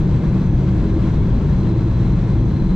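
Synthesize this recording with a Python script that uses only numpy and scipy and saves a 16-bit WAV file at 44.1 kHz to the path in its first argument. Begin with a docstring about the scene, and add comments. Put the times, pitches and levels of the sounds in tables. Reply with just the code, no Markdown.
"""Inside an airliner climbing after take-off, at a window seat beside a large turbofan.
Exhaust rumble is shaped noise coming through the wall; air rushing along the skin is brighter, wider noise.
Narrow noise bands ring in cabin and panels, a hollow boom surges, sines hum at multiples of the fan shaft's
speed and two close noise bands make a faint high whine. A limiter holds the bass peaks."""
import sys
import numpy as np
from scipy import signal
from scipy.fft import rfft, irfft
from scipy.io import wavfile
from scipy.ndimage import uniform_filter1d, minimum_filter1d, map_coordinates

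SR = 44100
rng = np.random.default_rng(int(sys.argv[2]) if len(sys.argv) > 2 else 0)


def transcribe(u):
    """Save the signal u as a 16-bit wav file named by the first command-line argument.

    u: samples, shape (n,) or (channels, n), limited to [-1, 1]; the rate is SR.
    q: integer samples, one column per channel.
    """
    v = np.clip(np.atleast_2d(u).T, -1, 1)
    q = np.round(v * 32767).astype(np.int16)
    wavfile.write(sys.argv[1], SR, q)


N = 121275  # length in samples


def undb(db):
    """Decibels to gain."""
    return 10 ** (np.asarray(db) / 20)


def level(x, db):
    """Set the rms level, taken over both channels together if there are two."""
    return x * undb(db) / np.sqrt(np.mean(x ** 2))


def freqs():
    """Frequency of each spectral bin in Hz, at least 1 so that its log exists."""
    return np.maximum(np.arange(N // 2 + 1) * SR / N, 1)


def over_freq(table):
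    """Each column of a table, joined by straight lines over log frequency."""
    hz, *columns = np.array(table, float).T
    return [np.interp(np.log(freqs()), np.log(hz), column) for column in columns]


def over_time(table):
    """A level curve (start_s, level_db), joined by straight lines in dB, as a gain."""
    start_s, level_db = np.array(table, float).T
    return undb(np.interp(np.arange(N) / SR, start_s, level_db))


def walk(rate_per_s):
    """Smoothed random wandering around 0 with an rms of 1."""
    step = int(SR / rate_per_s)
    held = np.repeat(rng.standard_normal(N // step + 2), step)
    # Two moving averages round off the steps.
    smooth = uniform_filter1d(uniform_filter1d(held, step), step)[:N]
    return level(smooth - smooth.mean(), 0)


def pan(left_db):
    """Gains of the two channels for a left minus right difference in dB."""
    return undb(np.array([[1], [-1]]) * left_db / 2)


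def noise(gain, left_db, diffuse):
    """Stereo noise coloured by a spectrum; its diffuse share (0-1) is unrelated at the two ears."""
    mid, side = np.exp(2j * np.pi * rng.random((2, N // 2 + 1)))  # random phases
    side_power = diffuse / 2
    opposed = np.sqrt(side_power) * side * np.array([[1], [-1]])
    both = np.sqrt(1 - side_power) * mid + opposed
    return irfft(both * gain * pan(left_db), N)


def peak(hz, width_hz):
    """Gain of a narrow resonance, 9 dB down at one width to either side."""
    return 1 / (1 + ((freqs() - hz) / width_hz) ** 2) ** 1.5


def drift(x, share, rate_per_s):
    """Let the pitch wander by a small rms share, by reading the sound at a wandering speed."""
    place = np.arange(N) + np.cumsum(share * walk(rate_per_s))
    return np.array([map_coordinates(channel, [place], mode="mirror") for channel in x])


def rumble():
    """Deep exhaust roar: bass-heavy noise through the wall, almost the same at both ears."""
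    # Colour of the roar: pitch_hz, relative density_db [dB per Hz]
    rumble_colour = [(12, -15.5), (17, -12), (22, -5.5), (34, 1), (45, -1), (56, 3.5), (68, -4.5),
                     (82, -1.2), (102, -2.3), (135, 3), (162, -3), (185, -0.5), (203, -8), (240, -9),
                     (290, -16), (390, -17), (480, -25), (620, -32), (1000, -48), (2000, -81)]
    # Slow swell of the roar: start_s, relative level_db
    rumble_swell = [(0, 0.9), (.55, 1.9), (.95, 1.5), (1.6, 0), (2.75, -0.7)]
    density_db, = over_freq(rumble_colour)
    roar = noise(undb(density_db), left_db=1.48, diffuse=0.0035)
    return level(roar * over_time(rumble_swell), -14)


def airflow():
    """Turbulent rush on the fuselage: broad noise, more diffuse in parts of the treble, in slight gusts."""
    # Colour and spread: pitch_hz, relative density_db [dB per Hz], left_minus_right_db, diffuse_share [0-1]
    air_colour = [(100, -5, -2, .3), (400, 4, -2.5, 0.2), (686, 0.5, 2, 0.2), (846, -7, 5.5, 0.02),
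                  (1026, 0.5, 2, 0.2), (1140, -3, 2, .13), (1210, -6.5, 3, .14), (1340, -6, 4, .16),
                  (1600, -8.5, 1.5, 0.1), (1770, -10, 3, .25), (2030, -12, 3, 0.4), (2500, -14.5, 2.5, 0.3),
                  (2940, -18, 6, 0.4), (3900, -18, 5, 0), (4500, -21.5, 4, 0.5), (5600, -26, 4.5, 0.7),
                  (6600, -29, 5, .45), (7100, -27.5, 0, 0.3), (7920, -31.5, 7.5, .45), (8540, -43, 1, .6),
                  (9400, -39.5, 2.5, .65), (10600, -51.5, -4.5, .6), (12700, -46.5, -2.5, .5),
                  (13500, -68.5, 7, .5)]
    # Gusts of the rushing air: start_s, relative level_db
    air_gusts = [(0, 0.3), (.4, 1), (.52, -0.5), (.75, 2.5), (1.13, 1), (1.35, 0), (1.53, 1.1), (1.7, -0.3),
                 (2.1, 0.9), (2.3, 0.8), (2.45, -0.2)]
    flutter_db, flutter_per_s = 0.95, 36  # quick unevenness: rms depth, changes a second
    density_db, left_db, diffuse = over_freq(air_colour)
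    gusts = over_time(air_gusts) * undb(flutter_db * walk(flutter_per_s))
    return level(noise(undb(density_db), left_db, diffuse) * gusts, -36.5)


def resonances():
    """Cabin and panel resonances and machinery whine: narrow noise bands, each wavering by itself."""
    # Bands: pitch_hz, width_hz, level_db [rms], left_minus_right_db, diffuse_share [0-1]
    bands = [(57, 4.3, -28.5, 2.5, 0.02), (533.6, 13, -48, 0.5, 0), (807, 38, -48.5, -2, 1),
             (913, 37, -50, 2.5, 0), (1023, 43, -57, 0, 0.2), (1553, 45, -63.5, 3.5, 0.4),
             (1690, 25, -61.5, 3.5, 0.3), (2078, 21, -64, -2, .4), (2117, 20, -62.5, -2, .4),
             (2258, 28, -65, 9, 0.6), (2597, 27, -63.5, 5.5, .4), (3276, 50, -65, 6.5, 0.3),
             (3400, 60, -69, 5, .4), (3670, 83, -69, 7.5, .7), (4320, 44, -73.5, 3.5, .4),
             (6110, 170, -66, 4.5, 0.3)]
    waver_db, waver_per_s = 0.55, 16  # rms depth, changes a second
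    out = 0
    for hz, width_hz, level_db, left_db, diffuse in bands:
        ringing = noise(peak(hz, width_hz), left_db, diffuse)
        waver = undb(waver_db * walk(waver_per_s))
        out = out + level(ringing * waver, level_db)
    return out


def boom():
    """The engine roar rings a hollow cabin resonance: a noise band that swells and sinks."""
    # Surges of the boom: start_s, level_db [rms]
    boom_surges = [(0, -30.5), (.28, -29), (.5, -32.5), (.68, -26), (.84, -29.5), (.98, -25), (1.26, -38),
                   (1.58, -33.5), (1.69, -27.5), (2, -29), (2.23, -35), (2.62, -29), (2.75, -32)]
    hollow = noise(peak(hz=323, width_hz=24.7), left_db=-1.4, diffuse=0.02)
    return level(hollow, 0) * over_time(boom_surges)


def fan_hum():
    """Sines locked to whole multiples of the fan shaft's speed, so they wander in pitch together."""
    # Hum tones: multiple [of shaft speed], left_minus_right_db
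    orders = [(3, 0.5), (5, -1), (8, 5)]
    # The 3rd and 5th trade the lead: start_s, third_level_db, fifth_level_db, eighth_level_db [rms]
    hum_curves = [(0, -32, -33, -48), (.2, -30, -34, -42.5), (.36, -26, -22.5, -47),
                  (.9, -25.5, -25, -46.5), (1.17, -22, -33.5, -54.5), (1.38, -19, -30.5, -39.5),
                  (1.6, -32, -25, -42), (1.8, -19, -31, -43), (2.15, -22.5, -27.5, -43),
                  (2.4, -21.5, -35.5, -41), (2.75, -33, -15.5, -44)]
    shaft_hz, wander_share, wander_per_s = 37.6, 0.0011, 2.044
    waver_db, waver_per_s = 2, 4.5  # rms depth, changes a second
    speed_hz = shaft_hz * (1 + wander_share * walk(wander_per_s))
    turns = np.cumsum(speed_hz) / SR
    start_s, *curves_db = np.array(hum_curves, float).T
    out = 0
    for (multiple, left_db), level_db in zip(orders, curves_db):
        tone = np.sin(2 * np.pi * (multiple * turns + rng.random()))
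        wavering = level(tone * undb(waver_db * walk(waver_per_s)), 0)
        out = out + wavering * over_time(np.c_[start_s, level_db]) * pan(left_db)
    return out


def whine():
    """Thin, rough turbine whine: two close noise bands that drift in pitch and come and go."""
    # Bands of the whine: pitch_hz, width_hz, relative level_db
    whine_bands = [(4040, 65, -2), (4100, 48, -3)]
    # Its rise and fall, loudest at the end: start_s, level_db [rms]
    whine_curve = [(0, -60), (.42, -58), (.6, -68), (.92, -58), (1.35, -63.5), (1.8, -58), (1.94, -61),
                   (2.06, -56), (2.18, -61.5), (2.44, -60), (2.52, -57), (2.75, -54.5)]
    colour = sum(undb(level_db) * peak(hz, width_hz) for hz, width_hz, level_db in whine_bands)
    steady = noise(colour, left_db=2.5, diffuse=0.06)
    drifting = drift(steady, share=0.004, rate_per_s=13)
    return level(drifting, 0) * over_time(whine_curve)


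def scene():
    """All the cabin's layers together; the sound arrives slightly later on the left."""
    left_lag_s = 0.00003
    left, right = rumble() + airflow() + resonances() + boom() + fan_hum() + whine()
    # A phase turn that grows with frequency is a delay.
    lag = np.exp(-2j * np.pi * freqs() * left_lag_s)
    return np.array([irfft(rfft(left) * lag, N), right])


def record(dry):
    """A look-ahead limiter eases down the peaks of the bass, then a steep low-pass cuts the top."""
    bass_split_hz, top_hz = 640, 13480
    limit_db, hold_s = -7, 0.015
    # Filtering both ways keeps the bass in phase, so it can be subtracted.
    bass = signal.sosfiltfilt(signal.butter(2, bass_split_hz, fs=SR, output="sos"), dry)
    limit = undb(limit_db)
    loudest = np.abs(bass).max(axis=0)  # one gain for both channels
    needed = limit / np.maximum(loudest, limit)
    hold = int(hold_s * SR)
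    # The centred window starts turning down before the peak.
    gain = uniform_filter1d(minimum_filter1d(needed, hold), hold)
    limited = dry - bass + bass * gain
    # 0.2 dB of ripple below the edge, 70 dB down beyond it
    return signal.sosfilt(signal.ellip(8, 0.2, 70, top_hz, fs=SR, output="sos"), limited)


dry = scene()
out = record(dry)
transcribe(out)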